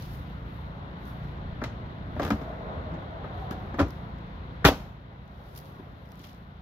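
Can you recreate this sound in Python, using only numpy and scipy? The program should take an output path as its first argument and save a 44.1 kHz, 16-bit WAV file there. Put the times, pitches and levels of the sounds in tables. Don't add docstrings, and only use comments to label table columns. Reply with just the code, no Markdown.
import sys
import numpy as np
from scipy import signal
from scipy.io import wavfile

SR = 44100
rng = np.random.default_rng(int(sys.argv[2]) if len(sys.argv) > 2 else 0)


def int16_out(signal):
    q = np.round(np.clip(np.atleast_2d(signal).T, -1, 1) * 32767)
    wavfile.write(sys.argv[1], SR, q.astype(np.int16))


def convert_level_to_amplitude(level_db):
    exponent = np.asarray(level_db, float) / 20
    return 10 ** exponent


N = 291501
EDGES_HZ = 23.5 * 2 ** np.arange(0, 9.7, .5)

# (multiple of idle rate [-], level [dB])
IDLE_ORDERS_DB = [(1, 7), (2, 2), (3, -12), (4, 0), (5, 1.5), (6, -0.5), (7, -3), (8, -8.5), (9, -14.5),
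                  (10, -10.5)]
IDLE_HZ, IDLE_WANDER_HZ, IDLE_DB, IDLE_FADE_DB_PER_S = 28.6, 0.2496, -41.5, 0.37

# (frequency [Hz], density [dB/Hz])
RUMBLE_SPECTRUM_DB = [(13, -51), (22, -11.5), (38, -4.5), (64, 1.5), (91, 4.5), (135, -11), (178, -4),
                      (304, -18), (365, -25.5), (500, -26), (650, -50), (1100, -120)]
# (frequency [Hz], density [dB/Hz])
ROAR_SPECTRUM_DB = [(150, -28), (250, -7.5), (304, -7), (380, -16.5), (692, -6), (1310, -3.5), (1760, -7),
                    (2710, -18), (3690, -16), (5010, -54), (7000, -62), (9100, -94), (15400, -120)]
# (time [s], level [dB])
TRAFFIC_DB = [(0.0, -38.5), (1.1, -39.5), (1.6, -36.5), (2.0, -38.5), (2.23, -31.5), (2.4, -42),
              (2.8, -36.5), (3.1, -40.5), (3.42, -37.5), (3.9, -39.5), (5.43, -41), (5.72, -38.5),
              (6.17, -41.5), (6.61, -40.5)]
# (time [s], hollow note [Hz], level [dB])
PASSING_HZ_DB = [(0.0, 700, -55.5), (1.12, 695, -49.5), (2.1, 632, -51.5), (2.4, 639, -45.5),
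                 (2.8, 630, -42.5), (3.05, 612.4, -47.5), (3.28, 704.5, -45.5), (3.48, 767, -43),
                 (3.7, 730, -47), (3.9, 687, -51), (5.0, 698, -53), (5.72, 700, -48.5), (6.61, 694, -55)]
ROAR_DB, ROAR_TRAFFIC_SHARE, ROAR_PASSING_SHARE = -56.5, 0.13, 0.2
WHINE_DB, WHINE_FROM_S, WHINE_TO_S = -51, 1.52, 4.37

# (frequency [Hz], left-right correlation [-])
FAR_ALIKE = [(60, 1), (130, 0.94), (290, 0.71), (640, 0.45), (1410, -0.81), (3100, 1), (6820, -0.55),
             (15000, 0.16)]
# (frequency [Hz], left minus right [dB])
FAR_BALANCE_DB = [(60, 0.5), (180, -0.5), (550, 1), (1650, 1), (4970, 20.5), (15000, -9.5)]
# (frequency [Hz], left-right correlation [-])
NEAR_ALIKE = [(60, 1.0), (130, 0.94), (290, 1), (640, 0.98), (1410, 0.61), (3100, 0.1), (6820, 0.082),
              (15000, 0.1)]
# (frequency [Hz], left minus right [dB])
NEAR_BALANCE_DB = [(60, 2.5), (180, 0.5), (550, 1.5), (1650, 4), (4970, -1), (15000, -4.5)]
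FAR_LAG_S, NEAR_LAG_S = .00007, .0001

# (time [s], bright peak [dB], length [s], dull part re bright [dB])
MOVES = [(0.02, -62, 0.23, 1), (0.14, -64, 0.2, -6), (0.304, -83, 0.36, 1), (0.544, -75.5, 0.28, -14),
         (1.08, -67, 0.19, -6), (1.242, -81, 0.23, 3), (2.26, -66, 0.26, -1), (2.4, -80.5, 0.42, 0),
         (3.41, -79, 0.24, 0), (3.603, -83, 0.35, 2), (3.907, -74.5, 0.28, -2), (5.506, -68.5, 0.6, -2),
         (5.578, -58, 0.1, -10), (5.66, -68, 0.35, -3.5), (6.15, -73, 0.8, -2.5), (6.258, -64, 0.2, 1.5)]
STILL_DB, STILL_DULL_DB = -85.5, 8.0
RISE_SHARE, SWING_DB, ROUNDNESS = 0.42, 20.5, 1.26

# (time [s], peak [dB], bright part re dull [dB])
GRIT_TICKS = [(0.024, -43, -14), (0.118, -56, 8), (1.054, -52, -8), (1.6385, -42, -3), (2.231, -43, 6),
              (2.2495, -43, 7), (2.304, -42, 9), (2.346, -55, 6), (3.509, -48, 0), (3.528, -50, -6),
              (3.8843, -53, 7), (3.906, -46, 3), (4.1858, -58, -9), (5.2784, -56, 0), (5.5515, -44, 4),
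              (5.5599, -40.5, 10), (5.5746, -36.5, 13), (5.5885, -42.5, 18), (5.601, -44, 0),
              (5.656, -48, 3), (5.9832, -63, 6), (6.0586, -56, 3), (6.0896, -54, 3), (6.119, -43, 6),
              (6.125, -58, 6), (6.145, -56, 0), (6.1555, -48, 2), (6.1765, -53, 8), (6.194, -45, 2),
              (6.217, -47, 2), (6.2374, -44, 2), (6.2452, -42, 5), (6.2505, -44, 0), (6.271, -44, 2),
              (6.287, -54, 8), (6.295, -47, 4), (6.331, -48, -4), (6.347, -53, -8)]
GRIT_T60_S, SCUFF_DB, SCUFF_T60_S = 0.0078, -41.5, 0.03

# (time [s], length [s], start [Hz], end [Hz], peak [dB])
STREAKS = [(2.15, .05, 620, 620, -42), (2.43, .12, 600, 600, -47), (2.42, .13, 650, 645, -43),
           (2.43, .11, 697, 690, -47), (2.6, .12, 600, 585, -48), (2.66, .17, 630, 642, -44),
           (2.66, .18, 545, 545, -46), (2.88, .09, 650, 630, -44), (2.93, .14, 540, 545, -46),
           (3.08, .14, 648, 645, -46), (3.17, .09, 805, 800, -48), (3.22, .12, 770, 770, -48),
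           (3.33, .08, 670, 678, -46), (3.36, .16, 778, 750, -43), (3.49, .08, 660, 640, -46),
           (3.58, .08, 760, 760, -49)]
STREAK_WOBBLE_RAD = 1.3

# (time [s], peak [dB], frequency [Hz], t60 [s])
PANEL_NOTES = [(1.617, -26, 1440, 0.034), (2.198, -24, 559, 0.13), (2.305, -20, 1290, 0.038),
               (3.515, -40, 1650, 0.07), (3.795, -17, 565, 0.11), (3.797, -13.5, 1322, 0.04),
               (3.797, -32, 3320, 0.035), (4.652, -13.5, 286, 0.2), (4.655, -21, 360, .15),
               (3.512, -34, 400, .08), (3.243, -36, 600, .05), (4.653, -18, 452, 0.13),
               (4.648, -16, 1317, 0.08), (3.80, -23, 1008, 0.086), (5.79, -32, 390, 0.07),
               (1.640, -24, 2050, 0.027), (2.3065, -16, 213, .14), (3.80, -22.5, 782, .1),
               (3.81, -32, 255, 0.17), (4.652, -27, 821, 0.14), (4.652, -19, 1525, .1),
               (4.652, -26.5, 2430, 0.09), (4.652, -20, 3520, .09), (4.6453, -5, 156, .07),
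               (4.651, -18, 53, .25), (4.644, -17, 85, .15), (4.656, -23, 607, .2), (4.66, -26, 685, .2),
               (4.651, -21, 917, .15), (4.66, -26, 1194, .2), (4.65, -21, 1800, .06),
               (4.655, -29, 1965, .13), (4.68, -30, 2627, .1), (4.675, -29, 2918, .1),
               (4.655, -24, 3391, .09), (4.69, -27, 245, .15), (4.685, -29, 764, .2), (3.80, -21, 305, .2),
               (3.80, -29, 1195, .1), (3.80, -30, 1405, .1), (3.80, -36, 1744, .1), (3.82, -26, 95, .12),
               (2.3065, -15, 285, .12), (2.306, -29, 603, .05), (2.305, -30, 2400, .04),
               (2.198, -28, 220, .09), (2.22, -32, 791, .1), (2.2, -30, 90, .1), (2.255, -32, 270, .12)]
# (frequency [Hz], width [Hz], level [dB])
PANEL_MODES = [(441, 17.7, -14), (820, 160, 4), (1390, 210, -13.5), (1560, 29, -3.5), (1870, 370, -9.5),
               (1900, 13, -12.5), (2060, 38, -8), (2430, 61, -8), (2840, 380, -9), (2987, 69, -5),
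               (3374, 44, -8.5), (3800, 25, -35), (4340, 43, -36), (4800, 27, -33), (4750, 120, -12),
               (5550, 38, -24.5)]
# (frequency [Hz], density [dB/Hz])
BLOW_SPECTRUM_DB = [(40, -18), (60, 6), (130, -3), (280, -5), (600, -4.5), (1300, -7.5), (2500, -22.5),
                    (4500, -28.5), (7000, -31.5), (12000, -54), (16000, -34)]
# (frequency [Hz], t60 [s])
TAIL_T60_S = [(50, 0.21), (300, 0.23), (1500, 0.15), (6000, 0.21), (13000, 0.11)]
ECHO_DB, ECHO_T60_S = -16, 0.57
# (time [s], peak [dB], t60 [s])
SHELL_BOOMS = [
    (1.639, -37, 0.11),
    (2.199, -30, 0.078),
    (2.308, -24.5, 0.085),
    (3.799, -21, 0.14),
    (4.640, -15, 0.068),
    (4.679, -37, 0.051),
]
# (time [s], peak [dB], t60 [s], topmost half-octave re rest [dB])
SIZZLES = [(1.615, -64, .04, 0), (1.638, -36, .03, -2), (2.196, -47, .06, 0), (2.219, -46, .05, 0),
           (2.2305, -35, .025, 0), (2.238, -43, .05, 0), (2.249, -34, .025, 0), (2.260, -41, .06, 0),
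           (2.274, -44, .06, 0), (2.287, -44, .06, 0), (2.303, -31, .018, 2), (2.310, -47, .06, 0),
           (2.416, -54, .05, 0), (3.508, -38, .07, -2), (3.74, -58, .06, 0), (3.778, -52, .1, 0),
           (3.792, -40, .06, -8), (3.798, -35, .07, -6), (3.812, -45, .08, -7), (4.645, -28, .04, 0),
           (4.650, -13, .035, 1), (4.660, -21, .05, 0), (4.671, -20, .045, 3), (4.684, -22, .035, 0),
           (6.197, -55, .06, 0), (6.24, -47, .04, 0), (6.288, -55, .06, 0)]

# (time [s], knock peak [dB], thud [dB], crack [dB])
KNOCKS = [(1.369, -41, -32, -60), (1.615, -17.5, -29.5, -52), (1.638, -18.5, -33, -33),
          (2.163, -28, -28, -60), (2.195, -14.5, -24, -39), (2.217, -19, -30, -38.5),
          (2.230, -21, -39, -36), (2.248, -23.5, -34, -37), (2.264, -24, -29.5, -41),
          (2.276, -23, -32, -44), (2.303, -11, -28, -32), (2.319, -30, -30, -44),
          (2.413, -27.5, -30.5, -50), (2.524, -34, -42, -64), (2.919, -33, -30, -62),
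          (2.937, -40, -31, -53), (3.02, -30, -38, -74), (3.241, -25, -38, -64), (3.509, -27.5, -29.5, -41),
          (3.740, -25, -29.5, -50), (3.785, -16.5, -24, -53), (3.791, -14.5, -19, -31),
          (3.798, -15, -21, -35), (3.812, -19, -26, -37), (3.825, -24, -30, -51), (5.79, -34, -30, -66),
          (6.197, -50, -38, -46), (6.24, -34, -45, -39.5), (6.288, -45, -42, -46)]
KNOCK_T60_S, KNOCK_SIZZLE_DB = 0.046, -6.5
SOFT_DB, SOFT_HZ, FIRM_DB, FIRM_HZ, SPOT_SPREAD = -30, 154.5, -29.5, 260, 0.1
# (time [s], knock peak [dB], thud [dB], crack [dB], rattle t60 [s])
SLAM_STEPS = [
    (4.643, -9, -24, -34, 0.1),
    (4.648, -5, -30, -19, 0.037),
    (4.650, -4, -30, -15, 0.04),
    (4.657, -12, -23, -20, 0.046),
    (4.673, -14.5, -40, -24, 0.051),
    (4.684, -12, -26.5, -26, 0.035),
]
SLAM_THUD_HZ, SLAM_SIZZLE_DB, SIZZLE_LASTS = 156, -1.5, 1.4
BOUNCES, BOUNCE_S, BOUNCE_GAP_S, BOUNCE_SLOWING, BOUNCE_T60_S = 6, 4.666, 0.0067, 1.2, 0.061
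BOUNCE_DB, BOUNCE_LOSS_DB = (-24.5, -28, -27.5), (3.5, 3, 10)

MIC_DIP_HZ, MIC_DIP_WIDTH_HZ, MIC_DIP_DEPTH = 8090, 3800, 0.79
MIC_PEAK_HZ, MIC_PEAK_WIDTH_HZ, MIC_PEAK_DB = 12800, 2200, -1
DUCK_DB, DUCK_S, DUCK_TAKES_S = -5.5, 4.747, 0.25


def rms_one(x):
    return x / np.sqrt(np.mean(x ** 2) + 1e-20)


def in_time(rows):
    s, *columns = np.transpose(rows)
    return [np.interp(np.arange(N) / SR, s, c) for c in columns]


def at_hz(points, hz):
    table_hz, values = np.transpose(points)
    return np.interp(np.log(hz), np.log(table_hz), values)


def drift(rate_hz):
    r = np.exp(-80 * np.pi * rate_hz / SR)
    slow = signal.lfilter([1], [1, -2 * r, r * r], rng.standard_normal(N // 40 + 2002))[2000:]
    return np.interp(np.arange(N) / 40, np.arange(len(slow)), rms_one(slow))


def decay(clicks, t60_s):
    return signal.lfilter([1], [1, -convert_level_to_amplitude(-60 / (t60_s * SR))], clicks + 1e-18)


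def resonance(x, hz, width_hz):
    r = np.exp(-np.pi * width_hz / SR)
    poles = [1, -2 * r * np.cos(2 * np.pi * hz / SR), r * r]
    return signal.lfilter([(1 - r * r) / 2, 0, (r * r - 1) / 2], poles, x)


def steep(x, hz, kind):
    return signal.sosfilt(signal.butter(4, hz, kind, fs=SR, output="sos"), x)


def band(x, k):
    return signal.sosfilt(signal.butter(2, EDGES_HZ[k:k + 2], "band", fs=SR, output="sos"), x)


def band_centre_hz(k):
    return np.sqrt(EDGES_HZ[k] * EDGES_HZ[k + 1])


def ports(pair, alike):
    return np.sqrt(1 + alike) * pair[0] + np.sqrt(1 - alike) * pair[1] * np.array([[1], [-1]])


def balance(left_minus_right_db):
    return convert_level_to_amplitude(left_minus_right_db * np.array([[.5], [-.5]]))


def grains(per_s, spread_db):
    sizes = convert_level_to_amplitude(spread_db * np.minimum(rng.exponential(1, (2, N)), 4)) * rng.choice([-1, 1], (2, N))
    return rms_one(sizes * (rng.random((2, N)) < per_s / SR))


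def arrive(x, lag_s):
    n = np.arange(N)
    return np.array([np.interp(n - round(lag_s * SR), n, x[0]), x[1]])


def surroundings():
    rumble_db, drone_db = in_time(TRAFFIC_DB)[0], in_time(PASSING_HZ_DB)[1]
    roar_db = ROAR_DB + ROAR_TRAFFIC_SHARE * (rumble_db - rumble_db.mean())
    roar_db = roar_db + ROAR_PASSING_SHARE * (drone_db - drone_db.mean())
    white = rng.standard_normal((2, 2, N))
    rumble, roar, drone = np.zeros((3, 2, N))
    for k in range(17):
        hz = band_centre_hz(k)
        noise = ports(band(white[k % 2], k), at_hz(FAR_ALIKE, hz)) * balance(at_hz(FAR_BALANCE_DB, hz))
        if hz < 500:
            rumble += noise * convert_level_to_amplitude(at_hz(RUMBLE_SPECTRUM_DB, hz) + 1.5 * drift(4.0))
        if hz > 250:
            roar += noise * convert_level_to_amplitude(at_hz(ROAR_SPECTRUM_DB, hz) + .8 * drift(8.0))
        drone += noise * convert_level_to_amplitude(-7.0 * np.log2(hz / 600) ** 2 + 1.5 * drift(6.0))
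    roar = steep(roar, 4210, "low")
    out = convert_level_to_amplitude(rumble_db - 2.5) * rms_one(rumble)
    out += convert_level_to_amplitude(roar_db + 5.0) * rms_one(roar)
    return out + convert_level_to_amplitude(drone_db - 0.5) * rms_one(drone)


def whine():
    hz, near_db = in_time(PASSING_HZ_DB)
    turn, t = 2 * np.pi * np.cumsum(hz) / SR, np.arange(N) / SR
    note = np.array([drift(30.0) * np.sin(turn) + drift(31.0) * np.cos(turn) for _ in range(2)])
    heard = np.clip(np.minimum(t - WHINE_FROM_S, WHINE_TO_S - t) / 0.61, 0, 1)
    return convert_level_to_amplitude(WHINE_DB + near_db - near_db.max()) * heard * ports(note, 0.49)


def engine():
    hz = IDLE_HZ + IDLE_WANDER_HZ * drift(0.8)
    level_db = IDLE_DB - IDLE_FADE_DB_PER_S * np.arange(N) / SR
    turn = 2 * np.pi * np.cumsum(hz) / SR
    hum = np.zeros(N)
    for k, db in IDLE_ORDERS_DB:
        if k > 1:
            hum += convert_level_to_amplitude(db + 1.87 * drift(3.6)) * np.sin(k * turn + rng.uniform(0, 2.2))
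    return convert_level_to_amplitude(level_db) * rms_one(hum)


def rustle():
    t = np.arange(0, N, 32) / SR
    bright_gain, dull_gain = convert_level_to_amplitude(STILL_DB), convert_level_to_amplitude(STILL_DB + STILL_DULL_DB)
    for s, db, length_s, dull_db in MOVES:
        away = np.maximum((s - t) / (RISE_SHARE * length_s), (t - s) / ((1 - RISE_SHARE) * length_s))
        move = convert_level_to_amplitude(db - SWING_DB * np.minimum(away, 4) ** ROUNDNESS)
        bright_gain, dull_gain = bright_gain + move, dull_gain + move * convert_level_to_amplitude(dull_db)
    bright_gain, dull_gain = in_time(np.transpose([t, bright_gain, dull_gain]))
    fibres = grains(7800, spread_db=3.0) * convert_level_to_amplitude(0.61 * drift(50.0))
    bright = steep(fibres, 7900, "high") * balance(-3.0)
    dull = steep(steep(fibres, 2400, "high"), 5160, "low")
    return convert_level_to_amplitude(2.5) * bright_gain * rms_one(bright) + convert_level_to_amplitude(5) * dull_gain * rms_one(dull)


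def grit():
    ticks, scuffs = np.zeros((2, 2, N))
    for s, db, bright_db in GRIT_TICKS:
        clicks = scuffs if db > SCUFF_DB else ticks
        clicks[:, round(s * SR)] = convert_level_to_amplitude([db + 4.5, db - 1.5 + bright_db])
    bursts = decay(ticks, GRIT_T60_S)
    bursts += decay(scuffs, SCUFF_T60_S) - decay(scuffs, SCUFF_T60_S / 4)
    dull, bright = bursts[:, None] * rng.standard_normal((2, N))
    return 1.55 * resonance(dull, 4700, 3300) + 0.48 * resonance(bright, 11500, 8500)


def streaks():
    out, wobble = np.zeros(N), STREAK_WOBBLE_RAD * drift(12.0)
    for s, length_s, hz, end_hz, db in STREAKS:
        i, n = round(s * SR), round(length_s * SR)
        turn = 2 * np.pi * np.cumsum(np.linspace(hz, end_hz, n)) / SR + wobble[i:i + n]
        out[i:i + n] += convert_level_to_amplitude(db - 1.5) * np.sqrt(np.hanning(n)) * np.sin(turn)
    return out * balance(3.0)


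def panel_notes():
    out, t = np.zeros(N), np.arange(SR // 4) / SR
    for s, db, hz, t60_s in PANEL_NOTES:
        i = round(s * SR)
        out[i:i + len(t)] += convert_level_to_amplitude(db - 60 * t / t60_s) * (1 - np.exp(-t / 0.0045)) * np.sin(2 * np.pi * hz * t)
    return out


def all_blows():
    rows = []
    for s, knock, thud, crack in KNOCKS:
        thud_hz = np.interp(thud, [SOFT_DB, FIRM_DB], [SOFT_HZ, FIRM_HZ])
        rows.append((s, knock, thud, crack, crack + KNOCK_SIZZLE_DB, KNOCK_T60_S, thud_hz))
    for s, knock, thud, crack, t60_s in SLAM_STEPS:
        rows.append((s, knock, thud, crack, crack + SLAM_SIZZLE_DB, t60_s, SLAM_THUD_HZ))
    s = BOUNCE_S
    for k in range(BOUNCES):
        knock, thud, crack = np.array(BOUNCE_DB) - k * np.array(BOUNCE_LOSS_DB)
        rows.append((s, knock, thud, crack, crack + SLAM_SIZZLE_DB, BOUNCE_T60_S, FIRM_HZ))
        s += BOUNCE_GAP_S * BOUNCE_SLOWING ** k
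    rows = np.array(rows)
    rows[:, 6] *= 1 + SPOT_SPREAD * rng.standard_normal(len(rows))
    return rows


def register(hz):
    return int(np.sum(hz > np.array([170, 400, 2500, 8000, 12000])))


def blow_efforts(rows):
    effort, spent = np.zeros((2, 6, N))
    t = np.arange(SR // 4) / SR

    def strike(layer, s, db, t60_s):
        i = round(s * SR)
        effort[layer, i:i + len(t)] += convert_level_to_amplitude(db) * (1 - np.exp(-t / 0.00077)) * convert_level_to_amplitude(-60 * t / t60_s)
        spent[layer, i + 300] += convert_level_to_amplitude(db) ** 2 * t60_s

    for s, db, t60_s in SHELL_BOOMS:
        strike(0, s, db - 1.02, t60_s)
    for s, knock_db, thud_db, crack_db, _, t60_s, _ in rows:
        strike(1, s, thud_db + 6.5, t60_s)
        strike(2, s, knock_db - 8.5, t60_s)
        strike(3, s, crack_db + 5, t60_s)
    bounces = [(row[0], row[4], SIZZLE_LASTS * row[5], 0) for row in rows[-BOUNCES:]]
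    for s, db, t60_s, top_db in list(SIZZLES) + bounces:
        strike(4, s, db - 2, t60_s)
        strike(5, s, db + top_db - 2.5, t60_s)
    return effort, spent


def spot_flex(rows):
    out, t = np.zeros(N), np.arange(SR // 4) / SR
    for s, _, thud_db, _, _, _, thud_hz in rows:
        i = round(s * SR)
        flex = np.sin(2 * np.pi * thud_hz * t) * (1 - np.exp(-t / 0.0016)) * convert_level_to_amplitude(-60 * t / 0.098)
        out[i:i + len(t)] += convert_level_to_amplitude(thud_db + 1) * flex
    return out


def blows():
    rows = all_blows()
    effort, spent = blow_efforts(rows)
    contacts = grains(2600, spread_db=1.0)
    air = 0.74 * rng.standard_normal((2, N)) + 0.78 * np.roll(contacts, SR)
    for s in rows[:, 0]:
        contacts[0, round((s + .0015) * SR)] = 3.7
    lift_db = [16.2, 10.6, 13.35, 21.1, 30.7, 30.6]
    echo = convert_level_to_amplitude(2 * ECHO_DB) * decay(spent, ECHO_T60_S / 2)
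    out = np.zeros((2, N)) + spot_flex(rows)
    for k in range(2, len(EDGES_HZ) - 1):
        hz = band_centre_hz(k)
        reg = register(hz)
        tail = np.sqrt(decay(spent[reg], at_hz(TAIL_T60_S, hz) / 2) + echo[reg])
        pair = band(effort[reg] * contacts + convert_level_to_amplitude(2.0) * tail * air, k)
        colour = (-1) ** k * convert_level_to_amplitude(at_hz(BLOW_SPECTRUM_DB, hz) + lift_db[reg])
        out += colour * ports(pair, at_hz(NEAR_ALIKE, hz)) * balance(at_hz(NEAR_BALANCE_DB, hz))
    for k, (hz, width_hz, db) in enumerate(PANEL_MODES):
        reg = register(hz)
        ring = resonance(effort[reg] * contacts, hz, max(width_hz, 25))
        out += (-1) ** k * convert_level_to_amplitude(db + lift_db[reg] - 9.5) * ports(ring, at_hz(NEAR_ALIKE, hz))
    return out


def scene():
    far = surroundings() + whine() + engine() + streaks()
    near = rustle() + grit() + panel_notes() + blows()
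    return arrive(far, FAR_LAG_S) + arrive(near, NEAR_LAG_S)


def low_pass(x):
    return signal.sosfilt(signal.butter(12, 15830, fs=SR, output="sos"), x)


def record(dry):
    ducking = np.clip((np.arange(N) / SR - DUCK_S) / DUCK_TAKES_S, 0, 1)
    x = steep(steep(dry * convert_level_to_amplitude(DUCK_DB * ducking), 27, "high"), 18.6, "high")
    x = x - MIC_DIP_DEPTH * resonance(x, MIC_DIP_HZ, MIC_DIP_WIDTH_HZ)
    x = x + convert_level_to_amplitude(MIC_PEAK_DB) * resonance(x, MIC_PEAK_HZ, MIC_PEAK_WIDTH_HZ)
    rounded = 1.3 * np.tanh(x / 1.3)
    mix = signal.sosfilt(signal.cheby2(8, 40, 16700, fs=SR, output="sos"), rounded)
    return low_pass(mix)


dry = scene()
out = record(dry)
int16_out(out)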